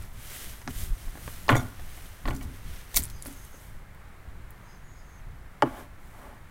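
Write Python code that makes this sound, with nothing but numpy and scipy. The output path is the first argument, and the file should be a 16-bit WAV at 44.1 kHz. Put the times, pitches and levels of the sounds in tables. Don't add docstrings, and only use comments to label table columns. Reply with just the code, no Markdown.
import sys
import numpy as np
from scipy import signal
from scipy.fft import rfft, irfft, next_fast_len
from scipy.io import wavfile
from scipy.ndimage import uniform_filter1d

SR = 44100
rng = np.random.default_rng(int(sys.argv[2]) if len(sys.argv) > 2 else 0)


def master_out(mix):
    frames = np.transpose(np.atleast_2d(mix))
    ceiling = np.clip(frames, -1, 1)
    pcm = np.round(ceiling * 32767).astype(np.int16)
    wavfile.write(sys.argv[1], SR, pcm)


def elevation(decibels):
    levels = np.asarray(decibels, float)
    return 10 ** (levels / 20)


N = 286994

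# (t/s, peak level/dB, contact/ms, ring factor/1)
BLOWS = [(0.615, -43.5, 0.16, 1.3), (0.675, -25.5, 0.33, 0.54), (1.077, -38, 2.2, .7),
         (1.153, -36.5, 1, 0.47), (1.173, -36.5, 2.1, .7), (1.277, -27.5, 1.7, 0.39),
         (1.481, -23, 1.2, 0.24), (1.49, -8, 0.27, 1.06), (1.493, -11, 0.27, 1.15),
         (1.518, -19.5, 0.5, 0.6), (1.526, -17, 0.48, 0.92), (1.548, -19, 0.64, 3.36),
         (1.794, -38.5, 0.93, 0.86), (1.975, -40, 0.68, 1.1), (2.254, -25.5, 0.83, 0.84),
         (2.276, -25, 0.4, 2.2), (2.283, -30, 0.25, 0.61), (2.306, -28, 0.38, 1.4), (2.409, -39, 0.21, 5),
         (2.941, -36.5, 0.91, 1), (2.967, -27.5, 0.64, 1.25), (3.257, -34, 0.94, 0.5),
         (3.282, -42, 0.82, 0.94), (3.542, -40, 1.4, 0.64)]
# (f/Hz, level/dB, t60/s)
DECK = [(331, -5, 0.051), (574, -3.5, 0.041), (736, 0.5, 0.036), (824, -5, 0.034), (1017, 2, 0.041),
        (1250, 1.5, 0.013), (1412, -6, 0.14), (1800, 4.5, 0.025), (1930, 13.5, 0.013), (2230, 13, 0.011),
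        (2900, 15, 0.0076), (3360, -4, 0.059), (4290, 3.5, 0.012), (5560, -8, .02), (6600, 3, 0.018)]
# (t/s, flexing level/dB, settling/s, boom level/dB)
WEIGHT = [
    (0.68, -37, 0.043, -60),
    (1.506, -27.5, 0.17, -24),
    (2.266, -36.5, 0.29, -39),
    (2.97, -40.5, 0.097, -55),
    (3.27, -44.5, 0.11, -64),
]
# (f/Hz, level/dB, t60/s)
SLIDE = [(135, -10.5, .2), (201, -7, 0.18), (258.4, -3, 0.23), (328.4, -1.5, 0.2), (421, -6.5, .13),
         (520, -6.5, 0.12), (639, -4.5, 0.12), (802, -4.5, 0.094), (953, -4.5, .085), (1150, -4, .07),
         (1436, -10, .07), (1810, -5.5, 0.056), (2190, -9.5, 0.04), (2900, -11.5, 0.037)]


def evened(x):
    return x / np.sqrt(np.mean(x ** 2) + 1e-20)


def add(mix, t_s, sound):
    part = mix[round(t_s * SR):][:len(sound)]
    part += sound[:len(part)]


def coloured(x, points):
    hz, db = np.transpose(points)
    size = next_fast_len(len(x))
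    f_hz = np.fft.rfftfreq(size, 1 / SR)
    gain = elevation(np.interp(np.log(f_hz + 1), np.log(hz + 1), db))
    return evened(irfft(rfft(x, size) * gain, size)[:len(x)])


def grit(per_s, spread_db):
    size = elevation(spread_db * np.minimum(rng.exponential(1, N), 5))
    return size * rng.standard_normal(N) * (rng.random(N) < per_s / SR)


def flutter(span, depth_db):
    smooth = uniform_filter1d(rng.standard_normal(N), span)
    return elevation(depth_db * evened(uniform_filter1d(smooth, span)))


def strokes(rows, roundness=0.84):
    out = np.zeros(N)
    for peak_s, db, rise_s, fall_s in rows:
        t = np.arange(max(peak_s - 3 * rise_s, 0), peak_s + 4 * fall_s, 1 / SR)
        away = np.maximum((peak_s - t) / rise_s, (t - peak_s) / fall_s)
        add(out, t[0], elevation(db - 20 * away ** roundness))
    return out


def ring(modes, contact_ms, factor=0.62, spread_db=0., detune=0.052, cycles=0.36):
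    t = np.arange(12000) / SR
    luck = rng.standard_normal((len(modes), 3, 2))
    out = np.zeros(len(t))
    for (hz, db, t60_s), trio in zip(modes, luck):
        onset = 1 - np.exp(-(t * hz / cycles) ** 2)
        for side, (level, phase) in zip((-1, 0, 1), trio):
            decay = elevation(db + spread_db * level - 60 * t / (t60_s * factor))
            out += decay * onset * np.sin(2 * np.pi * (hz * (1 + detune * side) * t + phase))
    u = np.arange(200) / SR * 1000 / max(contact_ms, .03)
    out = np.convolve(out, u * np.exp(-4 * u))
    return out / np.sqrt(np.mean(out[:400] ** 2)) / 3


def shaken(modes, contact_ms, factor, per_s, spread_db):
    body = ring(modes, contact_ms, factor, detune=0.083)
    return evened(signal.oaconvolve(grit(per_s, spread_db), body)[:N])


def deck_blows():
    out = np.zeros(N)
    for t_s, db, contact_ms, factor in BLOWS:
        add(out, t_s + .001, elevation(db) * ring(DECK, contact_ms, factor, spread_db=2., detune=.045))
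    return out


def deck_rattle():
    rows = []
    for t_s, db, contact_ms, factor in BLOWS:
        rattle_db = db - 11 + 0.22 * (db + 16)
        rows.append((t_s + .003, rattle_db, .002, 0.034 * factor))
    return strokes(rows) * shaken(DECK, 0.54, 0.36, 5000, 2.3)


def joists():
    # (f/Hz, level/dB, t60/s)
    joist_modes = [(168, 4, 0.052), (244.5, 8.5, 0.065), (334, -6, 0.062), (387, 2, 0.043)]
    rise_s = .012
    rows = [(t_s, db, rise_s, settle_s) for t_s, db, settle_s, boom_db in WEIGHT]
    return strokes(rows, roundness=1.43) * shaken(joist_modes, 0.73, 0.93, 3000, 2.24)


def underdeck_boom():
    # (low f/Hz, high f/Hz, share of the high one/1, 20 dB fall/s)
    low_hz, high_hz, share, fall_s = (112., 128., 0.7, .13)
    rise_s = .03
    t = np.arange(15000) / SR
    boom = np.sin(2 * np.pi * low_hz * t) - share * np.sin(2 * np.pi * high_hz * t)
    boom = boom * elevation(-20 * (t / fall_s) ** 1.66) * np.minimum(t / rise_s, 1)
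    out = np.zeros(N)
    for t_s, flex_db, settle_s, boom_db in WEIGHT:
        add(out, t_s - .002, elevation(boom_db + 3.) * boom)
    return out


def bracket():
    # (t/s, peak level/dB)
    clanks = [
        (1.526, -37),
        (1.554, -28),
        (1.567, -26.5),
        (1.596, -36),
        (2.409, -46),
        (2.945, -35),
        (2.969, -31),
    ]
    # (f/Hz, level/dB, t60/s)
    bracket_modes = [(2170, 2, .06), (3520, -6, 0.087), (5840, -4.5, 0.076), (6850, -5, 0.09)]
    out = np.zeros(N)
    for t_s, db in clanks:
        add(out, t_s, elevation(db) * ring(bracket_modes, .06, 0.97, spread_db=2., detune=0.0192))
    return out


def chip_snaps():
    # (t/s, peak level/dB, centre f/Hz)
    snaps = [(0.0228, -36, 8960), (0.6155, -38, 6390), (0.6759, -26, 5600), (1.4814, -24.5, 4020),
             (1.5539, -26, 9800), (1.5674, -31, 6870), (2.256, -32.5, 4170), (2.2832, -29, 4000),
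             (2.3622, -35, 6160), (2.9444, -33, 4040), (2.9537, -20, 14100), (2.9602, -8, 7040),
             (2.9646, -3, 14500), (2.9674, -6, 8500), (2.972, -10, 5000), (2.9724, -6, 14500),
             (2.982, -15, 9150), (2.9904, -17, 10000), (2.9954, -18, 14500), (3.0224, -27, 14200),
             (3.0298, -24, 8520), (3.0365, -14.5, 9600), (3.0532, -22.5, 9260), (3.2231, -25.5, 9130),
             (3.251, -33, 10300), (3.2685, -24, 10800), (3.3258, -32.5, 9190), (3.449, -32.5, 10600),
             (3.9469, -43, 13600), (4.5057, -30.5, 13700)]
    width = 1.24
    out, t = np.zeros(N), np.arange(1500) / SR
    for t_s, db, hz in snaps:
        burst = rng.standard_normal(len(t)) * (elevation(-60 * t / .003) + .2 * elevation(-60 * t / .016))
        edges_hz = [hz / width, min(hz * width, 17000)]
        burst = signal.lfilter(*signal.butter(2, edges_hz, "band", fs=SR), burst)
        add(out, t_s + .0008, elevation(db - 1.5) * burst / abs(burst).max())
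    return out


def chip_crunch():
    # (peak t/s, level/dB, rise/s, fall/s)
    crunch = [(1.49, -40, .008, 0.17), (1.556, -41, .008, 0.04), (2.26, -49, .004, 0.24),
              (2.364, -38, 0.0097, 0.011), (2.434, -49, 0.028, .017), (2.97, -15, 0.019, 0.021),
              (3.002, -46, .005, 0.034), (3.04, -40.5, .05, 0.039), (3.11, -47, 0.054, .012),
              (3.226, -45.5, .012, 0.0079), (3.264, -40.5, 0.016, .04)]
    # (f/Hz, density level/dB)
    chip_colour = [(880, -39), (1500, -28), (1810, -5), (2290, -1.5), (2900, -10.5), (4610, -1), (4940, -4),
                   (9560, -2), (11800, -4), (14700, -5), (15800, -5.5)]
    cloud = coloured(grit(13000, 2.3), chip_colour) * flutter(span=120, depth_db=-5.5)
    return elevation(-3.5) * strokes(crunch) * cloud


def slide_slap():
    # (t/s, peak level/dB)
    slaps = [
        (5.621, -7),
    ]
    # (start f/Hz, end f/Hz, fall/s, peak level/dB)
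    start_hz, end_hz, fall_s, sweep_db = (1650, 380, .004, -10.5)
    t = np.arange(1500) / SR
    turns = np.cumsum(end_hz + (start_hz - end_hz) * np.exp(-t / fall_s)) / SR
    sweep = np.sin(2 * np.pi * turns) * np.minimum(t / 0.0011, 1) * np.exp(-(t / 0.0087) ** 3)
    crack = rng.standard_normal(len(t)) * elevation(-17.5 - 60 * t / 0.007)
    out = np.zeros(N)
    for t_s, db in slaps:
        add(out, t_s + 0.00117, elevation(db - 3) * ring(SLIDE, 0.1, 0.79, cycles=0.81))
        add(out, t_s + .0014, elevation(sweep_db) * sweep + uniform_filter1d(crack, size=3))
    return out


def slide_rub():
    # (peak t/s, level/dB, rise/s, fall/s)
    rubs = [
        (5.655, -33, 0.0098, 0.056),
        (5.78, -40, 0.17, 0.11),
        (6.26, -45, 0.19, .14),
    ]
    # (f/Hz, density level/dB)
    palm_colour = [(120, -50), (200, -19), (230, -8), (446, -12), (620, -0.5), (1090, -4.5), (2300, -14.5),
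                   (4000, -32), (5200, -53), (8800, -120)]
    shell = 0.51 * shaken(SLIDE, 0.056, 0.43, 6500, 1.0)
    skin = 0.46 * coloured(grit(9000, 1.9), palm_colour)
    return elevation(-1.0) * strokes(rubs, roundness=1.73) * (shell + skin)


def swish():
    # (peak t/s, level/dB, rise/s, fall/s, rustle share/dB)
    swings = [(0.03, -52.5, 0.089, 0.076, -2.5), (0.38, -40.5, .28, .3, -5),
              (0.704, -48.5, 0.016, 0.02, -4), (0.81, -39, .13, .11, -8.5), (1.02, -50, 0.18, 0.25, -3.5),
              (1.28, -45.5, .16, 0.34, -5), (1.6, -52.5, .2, 0.14, -9), (1.97, -50, 0.43, 0.31, -2),
              (2.4, -55, 0.37, 0.18, -3), (2.56, -58, 0.11, .06, -1), (2.74, -50, .2, 0.21, 0.5),
              (2.97, -50, 0.12, 0.28, -2), (3.28, -50, 0.11, 0.22, -7), (3.46, -58, 0.15, 0.11, -10),
              (3.61, -54, 0.14, 0.23, -8), (5.66, -57.5, .05, .15, -4), (5.8, -53, 0.13, .08, -3.5),
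              (6.05, -62, 0.079, 0.17, -20), (6.23, -59.5, 0.17, 0.19, -8)]
    # (f/Hz, density level/dB)
    hiss_colour = [(1760, -53), (3000, 0), (4450, -7), (5400, -5), (9020, -0.5), (12400, -1), (15000, -2.5),
                   (15700, -5.5)]
    # (f/Hz, density level/dB)
    rustle_colour = [(410, -5), (700, -5.5), (1060, -16), (1170, -5.5), (1280, -6), (1930, -2),
                     (5000, -11.5), (6500, -10), (11000, -120)]
    hiss = coloured(grit(15000, 0.65), hiss_colour) * strokes([row[:4] for row in swings], roundness=1.67)
    dull = [(t_s, db + share_db, rise_s, fall_s) for t_s, db, rise_s, fall_s, share_db in swings]
    rustle = coloured(grit(9000, 2.6), rustle_colour) * strokes(dull, roundness=2.0)
    return elevation(-2.5) * flutter(span=500, depth_db=0.22) * (hiss + rustle)


def case_jolts():
    # (t/s, peak level/dB, swing f/Hz)
    jolts = [(0.744, -27, 27.78), (0.822, -27, 59.5), (0.901, -17.5, 28.3), (1.049, -26, 24.2),
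             (1.497, -30, 76), (2.25, -21.5, 28), (2.94, -24, 22.3), (4.271, -34, 47), (5.272, -33, 36.3)]
    out = np.zeros(N)
    for t_s, db, hz in jolts:
        u = np.arange(0, 1.6, hz / SR)
        swing = np.sin(2 * np.pi * u) * 3.2 * u * np.exp(-1.5 * u ** 2)
        add(out, t_s, -elevation(db) * swing * np.hanning(len(u)) ** .3)
    return out


def bird():
    # (start t/s, length/s, f/Hz, level/dB)
    calls = [(3.11, 0.09, 6270, -55), (3.297, .2, 6400, -55), (3.498, .11, 6400, -55),
             (4.62, .19, 6350, -61), (4.82, .25, 6660, -59.5), (5.04, 0.18, 6400, -60),
             (3.123, 0.103, 4860, -55), (4.66, .12, 5000, -61), (4.94, 0.12, 5040, -64)]
    arch_share, sag_share = 0.019, .035
    out = np.zeros(N)
    for t_s, length_s, hz, db in calls:
        arch = np.sin(np.linspace(0, np.pi, round(length_s * SR)))
        sag = np.linspace(-.5, .5, len(arch))
        fuzz = uniform_filter1d(rng.standard_normal((12000, 2)), size=100, axis=0)[:len(arch)]
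        turn = 2 * np.pi * np.cumsum(hz * (1 + arch_share * (arch - .6) - sag_share * sag)) / SR
        tone = evened(fuzz[:, 0] * np.cos(turn) + fuzz[:, 1] * np.sin(turn))
        add(out, t_s, elevation(db - 6.5) * tone * arch ** .5)
    return out


def wind():
    # (t/s, level/dB)
    gusts = [(0.0, -36.5), (0.18, -45), (0.47, -41.5), (0.69, -39.5), (0.84, -34), (1.07, -41.5),
             (1.25, -39), (1.4, -41), (1.55, -28), (1.8, -38.5), (2.05, -45), (2.3, -29.5), (2.46, -35),
             (2.68, -39), (3.0, -35.5), (3.12, -40.5), (3.37, -42), (3.7, -44), (4.36, -40.5), (4.52, -53),
             (4.87, -47), (5.29, -40), (5.7, -43)]
    # (f/Hz, density level/dB)
    wind_colour = [(4.7, -8), (8.0, 19), (27, 10.5), (85, 6), (119, 0.5), (152, -4), (202, -8), (300, -18),
                   (390, -16), (660, -120)]
    rise_s, fall_s, calm_db = 0.1, 0.17, -46
    gain = strokes([(t_s, db, rise_s, fall_s) for t_s, db in gusts], roundness=1.44)
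    return np.hypot(gain, elevation(calm_db)) * coloured(rng.standard_normal(N), wind_colour)


def traffic():
    # (f/Hz, density level/dB)
    traffic_colour = [(80, -12), (130, 0), (180, -4), (260, -9), (400, -10), (1000, -8.5), (1600, -9),
                      (2150, -11.5), (2600, -19), (4000, -24), (5000, -28), (9000, -27.5), (13000, -28.5),
                      (15800, -30)]
    roar = coloured(rng.standard_normal(N), traffic_colour)
    return elevation(-54.5) * roar * flutter(span=6000, depth_db=.4)


def scene():
    near = deck_blows() + deck_rattle() + joists() + underdeck_boom() + bracket()
    near = near + chip_snaps() + chip_crunch() + slide_slap() + slide_rub()
    t = np.arange(5000) / SR
    tail = rng.standard_normal(len(t)) * elevation(-60 * t / 0.056) * (t > .003)
    near = near + elevation(-9) * signal.oaconvolve(near, tail / np.linalg.norm(tail))[:N]
    return (near + swish() + case_jolts() + bird() + wind() + traffic())[None]


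def low_pass(x):
    return signal.sosfilt(signal.butter(12, 16490, fs=SR, output="sos"), x)


def record(dry):
    edge_hz = 15950
    limited = .75 * np.tanh(dry / .75)
    lowpass = signal.firwin(511, edge_hz, window=("kaiser", 9), fs=SR)
    mix = signal.oaconvolve(limited, lowpass[None], "same")
    return low_pass(mix)


dry = scene()
out = record(dry)
master_out(out)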